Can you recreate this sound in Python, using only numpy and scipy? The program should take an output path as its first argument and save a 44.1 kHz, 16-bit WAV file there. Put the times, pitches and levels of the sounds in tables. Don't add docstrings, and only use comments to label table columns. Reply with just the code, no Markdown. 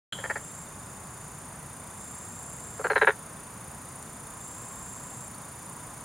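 import sys
import numpy as np
from scipy import signal
from scipy.fft import rfft, irfft, next_fast_len
from scipy.io import wavfile
from scipy.ndimage import uniform_filter1d

SR = 44100
rng = np.random.default_rng(int(sys.argv[2]) if len(sys.argv) > 2 else 0)


def master_out(mix):
    frames = np.transpose(np.atleast_2d(mix))
    ceiling = np.clip(frames, -1, 1)
    pcm = np.round(ceiling * 32767).astype(np.int16)
    wavfile.write(sys.argv[1], SR, pcm)


N = 266452
TIME = np.arange(N) / SR

# frequency in Hz, relative spectral density in dB.
RUMBLE_SPECTRUM = [(20, -22), (40, -12.5), (55, -5.5), (140, 1), (220, -4), (350, -11), (600, -11),
                   (1050, -8), (1500, -13), (2200, -19.5), (3200, -27.5), (4200, -30), (4850, -25.5),
                   (5600, -29), (11000, -52), (16000, -51)]
FAR_FROG_SPECTRUM = [(600, -21), (850, -10), (980, 4), (1080, 0), (1300, -13), (1800, -21.5)]
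INSECT_CHORUS_SPECTRUM = [(5500, -24), (6050, -9), (6400, -1), (6850, 1), (7300, -4.5), (7800, -7),
                          (8500, -3), (9100, 2.5), (9450, -0.5), (10000, -3), (10700, -6.5), (11600, -12),
                          (14000, -17.5)]
BUZZ_SPECTRUM = [(5800, -35), (6500, -11), (6950, -0.5), (7200, -2), (7370, 2), (7520, 0.5), (7630, -3),
                 (7780, -2.5), (8300, -28)]
PULSE_SPECTRUM = [(7800, -23), (8800, 0), (9350, 6.5), (9700, 2.5), (10050, 3.5), (10300, -1), (10620, 1.5),
                  (11200, -10.5), (11700, -16.5), (12300, -9), (12900, -24), (13600, -15), (15800, -26)]
# frequency in Hz, level of the side signal relative to the mid in dB.
FAR_WIDTH = [(60, -83), (200, -21.5), (700, -11), (1400, -11.5), (3000, -4.5), (8000, -20), (11500, -42)]
INSECT_WIDTH = [(3000, -8), (7000, -8.5), (9500, -14), (10800, -21), (11800, -42)]
# middle in seconds, length in seconds, pitch in Hz, level in dB.
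FAR_CALLS = [(4.7, 0.32, 1060, -51.5), (5.15, 0.52, 973, -57), (5.75, .25, 950, -58)]
# start in seconds, end in seconds, level in dB.
WHINE_BOUTS = [(-1, 1.48, -55), (1.5, 2.9, -55), (3.5, 6.3, -56.5)]
BUZZ_BOUTS = [(-.2, 0.66, -48.5), (1.94, 2.9, -48.5), (4.35, 5.29, -48)]
# start in seconds, number of pulses, level in dB.
TREE_FROG_RUNS = [(.1252, 4, -20), (.177, 12, -37)]
# frequency in Hz, gain in dB, time to decay by 60 dB in seconds.
TREE_FROG_MODES = [(1240, -12.5, 0.013), (1570, -8, .012), (3156, -5.5, 0.024), (3370, -10, 0.04),
                   (3980, -12, 0.0081)]
# start in seconds, number of snaps, last gap in seconds,
# change of level by the last snap in dB, level in dB.
NEIGHBOUR_NOTES = [(.1855, 5, .0055, 2, -31.5), (.2385, 8, .0044, -1, -23.5), (.2985, 7, .0034, 1, -19),
                   (.356, 7, .0032, -3, -21.5)]
CLOSE_NOTES = [(2.7912, 5, 0.009, 4.5, -28.5), (2.8423, 6, 0.0085, 3, -17), (2.8995, 6, .0137, -3, -13),
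               (2.9570, 5, .0096, -0.5, -9.5), (3.0135, 6, .0133, -1.5, -9), (3.0708, 7, 0.011, -7.5, -6.5)]
# frequency before tuning in Hz, gain in dB,
# time to decay by 60 dB in seconds, first swing (1 outward, -1 inward).
NEIGHBOUR_MODES = [(480, -12.5, 0.02, 1), (575, -11.5, 0.017, -1), (880, -10.5, .012, -1),
                   (1390, -12.5, 0.012, -1), (1890, 1, 0.011, 1), (1870, -1.5, 0.0047, -1),
                   (2200, -11.5, 0.0085, 1), (4840, -11.5, 0.0051, 1)]
CLOSE_MODES = [(430, -11, 0.035, 1), (550, -11.5, 0.015, -1), (780, -10, 0.012, -1), (1000, -14, 0.014, 1),
               (1416, 1, 0.0054, 1), (1600, 1, 0.011, -1), (1764, -4.5, 0.012, 1), (2170, -11, 0.0085, -1),
               (2650, -24.5, 0.011, 1), (3000, -22.5, 0.0058, 1)]
# start in seconds, frequency in Hz, level in dB, time to decay by 60 dB in seconds.
WATER_TICKS = [(4.027, 7600, -27.5, 0.0024), (5.344, 4480, -44, 0.02)]


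def from_db(db):
    return 10 ** (np.asarray(db) / 20)


def rms_one(x):
    return x / np.sqrt(np.mean(x ** 2) + 1e-20)


def butterworth(x, order, hz, kind="low"):
    return signal.sosfilt(signal.butter(order, hz, kind, fs=SR, output="sos"), x)


def colour(x, spectrum):
    hz, db = np.transpose(spectrum)
    size = next_fast_len(N)
    bin_hz = np.maximum(np.arange(size // 2 + 1) * SR / size, 1)
    gain = from_db(np.interp(np.log(bin_hz), np.log(hz), db))
    return irfft(rfft(x, size) * gain, size)[..., :N]


def wide_noise(spectrum, width):
    mid, side = colour(rng.standard_normal((2, N)), spectrum)
    return rms_one(mid + colour(side, width) * [[1], [-1]])


def ring(drive, hz, t60):
    decay, angle = np.exp(-np.log(1000) / (t60 * SR)), 2 * np.pi * hz / SR
    feedback = [1, -2 * decay * np.cos(angle), decay * decay]
    return signal.lfilter([0, decay * np.sin(angle)], feedback, drive + 1e-18)


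def narrow_noise(hz, t60):
    return rms_one(np.diff(ring(rng.standard_normal(N + 1), hz, t60)))


def click_train(times, db):
    return np.bincount(np.round(np.asarray(times) * SR).astype(int), from_db(db), N)


def wander(samples):
    return rms_one(uniform_filter1d(rng.standard_normal(N), size=samples))


def bouts(rows, attack_s, release_s):
    return sum(from_db(db) * np.clip((TIME - start) / attack_s, 0, 1)
               * np.clip((end - TIME) / release_s, 0, 1) for start, end, db in rows)


def rumble():
    return from_db(-45) * wide_noise(RUMBLE_SPECTRUM, FAR_WIDTH)


def far_frogs(start_db=-64, rise_db_per_s=1.68):
    out = from_db(start_db + rise_db_per_s * TIME) * wide_noise(FAR_FROG_SPECTRUM, FAR_WIDTH)
    for middle, length, hz, db in FAR_CALLS:
        swell = np.exp(-(2 * (TIME - middle) / length) ** 2)
        out += from_db(db) * swell * narrow_noise(hz, t60=.083)
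    return out


def off_leaves(x, strength):
    lags = (rng.uniform(.002, .012, 4) * SR).astype(int)
    reflections = sum(np.roll(x, lag, axis=-1) for lag in lags)
    return (x + strength * reflections) / np.sqrt(1 + len(lags) * strength ** 2)


def far_insects(syllables_per_s=30):
    whine = bouts(WHINE_BOUTS, attack_s=.51, release_s=.06) * narrow_noise(7160, t60=.015)
    syllables = np.clip(.3 + 2 * np.sin(2 * np.pi * syllables_per_s * TIME), 0, 1)
    hz = 3590 + 26 * wander(samples=500)
    tone = np.sin(2 * np.pi * np.cumsum(hz) / SR)
    field_cricket = from_db(-63.5 + 3.1 * wander(samples=700)) * syllables * tone
    chorus = off_leaves(wide_noise(INSECT_CHORUS_SPECTRUM, INSECT_WIDTH), strength=.13)
    return from_db(-50) * chorus + whine + field_cricket


def buzzing_cricket(wingbeat_hz=128.8, ring_hz=7535, waver_hz=28, warm_up_s=.38, warm_up_db=-12):
    soft_starts = [(start - warm_up_s, end, db + warm_up_db) for start, end, db in BUZZ_BOUTS]
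    level = np.maximum(bouts(soft_starts, attack_s=warm_up_s, release_s=.02),
                       bouts(BUZZ_BOUTS, attack_s=.078, release_s=.02))
    phase = 2 * np.pi * wingbeat_hz * TIME
    strokes = rms_one(1 + .22 * np.cos(phase) + .18 * np.cos(2 * phase))
    hz = ring_hz + waver_hz * wander(samples=300)
    tone = rms_one(np.sin(2 * np.pi * np.cumsum(hz) / SR))
    scrape = wide_noise(BUZZ_SPECTRUM, INSECT_WIDTH)
    return from_db(-2.5) * level * strokes * (tone + scrape)


def pulsing_cricket(strokes_per_s=28.765, first_stroke_s=.031, sharpness=1.28, full_at_s=1.75, swell_s=.35):
    holding_back = np.clip((full_at_s - TIME) / swell_s, 0, 1)
    db = -51 - 2 * holding_back + .5 * wander(samples=16000)
    strokes = np.exp(sharpness * np.cos(2 * np.pi * strokes_per_s * (TIME - first_stroke_s)))
    rasp = off_leaves(wide_noise(PULSE_SPECTRUM, INSECT_WIDTH), strength=.29)
    return from_db(db) * rms_one(strokes) * rasp * from_db([[-.3], [.3]])


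def scatter(x, t60, delay_s):
    t = TIME[:SR // 2]
    envelope = np.exp(-np.log(1000) * t / t60) * np.clip(t / delay_s - 1, 0, 1)
    mid, side = rng.standard_normal((2, len(t))) * envelope
    side = butterworth(side, 1, 2500, "high")
    echoes = (mid + from_db(-7.5) * side * [[1], [-1]]) / np.sqrt(np.sum(mid ** 2))
    return signal.fftconvolve(x[None], echoes)[:, :N]


def tree_frog(gap_s=.0056, jitter_s=.0003, fade_db=-12.5):
    clicks = np.zeros(N)
    for start, count, db in TREE_FROG_RUNS:
        pulse = np.arange(count)
        times = start + gap_s * pulse + rng.normal(0, jitter_s, count)
        clicks += click_train(times, db + fade_db * (pulse / pulse[-1]) ** 2)
    voice = sum((-1) ** k * from_db(db) * ring(clicks, hz, t60)
                for k, (hz, db, t60) in enumerate(TREE_FROG_MODES))
    voice = butterworth(voice, 4, 4400)
    reflected = colour(voice, [(2400, -18), (3000, 4), (3500, .5), (4200, 0)])
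    return voice + from_db(-8) * scatter(reflected, t60=.6, delay_s=.0028)


def trill(notes, modes, first_gap_s, tuning, slack_per_db, hollow_per_db, low_edge_db, lead_db, top_hz):
    out, loudest = np.zeros(N), max(note[-1] for note in notes)
    for start, count, last_gap_s, change_db, db in notes:
        softer_db = loudest - db
        pitch_factor = tuning - slack_per_db * softer_db
        hollow_db = 2.5 + hollow_per_db * softer_db
        snap_rates = np.linspace(1 / first_gap_s, 1 / last_gap_s, count - 1)
        since = np.append(0, np.cumsum(1 / snap_rates))
        progress = since / since[-1]
        force_db = db + change_db * progress ** 2
        force_db[:2] += [-3, 2.7]
        times = start + np.append(-.003, since)
        force_db = np.append(db + lead_db, force_db)
        progress = np.append(0, progress)
        low_db = hollow_db + low_edge_db * (2 * progress ** .74 - 1) ** 2
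        at = int(times[0] * SR) - 1
        span = slice(at, at + SR // 8)
        for hz, mode_db, t60, swing in modes:
            is_low = hz < 700
            spread_db = rng.normal(0, 1.3, len(times))
            snaps = click_train(times, force_db + mode_db + is_low * low_db + spread_db)
            out[span] += swing * ring(snaps[span], hz if is_low else hz * pitch_factor, t60)
    out = butterworth(out, 6, 340, "high")
    return butterworth(out, 4, top_hz)


def neighbour_frog():
    voice = trill(NEIGHBOUR_NOTES, NEIGHBOUR_MODES, first_gap_s=.00222, tuning=.98, slack_per_db=.004,
                  hollow_per_db=.46, low_edge_db=-2.5, lead_db=-20, top_hz=3140)
    return voice * from_db([[.3], [-.3]]) + from_db(-8.5) * scatter(voice, t60=.093, delay_s=.0014)


def close_frog():
    voice = trill(CLOSE_NOTES, CLOSE_MODES, first_gap_s=.003, tuning=1.052, slack_per_db=.011,
                  hollow_per_db=.42, low_edge_db=-13.5, lead_db=-21, top_hz=3540) + overtone()
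    return voice * from_db([[.3], [-.3]]) + from_db(-11.5) * scatter(voice, t60=.093, delay_s=.0026)


def overtone(top_hz=4610, sink_hz_per_s=2700, sag_hz_per_s=6400, lead_s=.005, length_s=.049):
    out, loudest = np.zeros(N), max(note[-1] for note in CLOSE_NOTES)
    t = TIME[:int(length_s * SR)]
    swell = np.sin(np.pi * (t / length_s) ** .66) ** .7
    for start, *_, db in CLOSE_NOTES[1:]:
        onset_hz = top_hz - sink_hz_per_s * (start - CLOSE_NOTES[0][0])
        tone = np.sin(2 * np.pi * np.cumsum(onset_hz - sag_hz_per_s * t) / SR)
        at = int((start - lead_s) * SR)
        out[at:at + len(t)] += from_db(-40.5 + .79 * (db - loudest)) * swell * tone
    return out * wander(samples=130)


def water_ticks():
    return sum(ring(click_train([start], [db]), hz, t60) for start, hz, db, t60 in WATER_TICKS)


def scene():
    night = rumble() + far_frogs() + far_insects() + buzzing_cricket() + pulsing_cricket()
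    return night + tree_frog() + neighbour_frog() + close_frog() + water_ticks()


def record(dry, start_s=.1225, cutoff_hz=15800):
    gate = np.clip((TIME - start_s) / .002, 0, 1)
    return signal.sosfilt(signal.ellip(12, .1, 80, cutoff_hz, fs=SR, output="sos"), dry * gate)


dry = scene()
out = record(dry)
master_out(out)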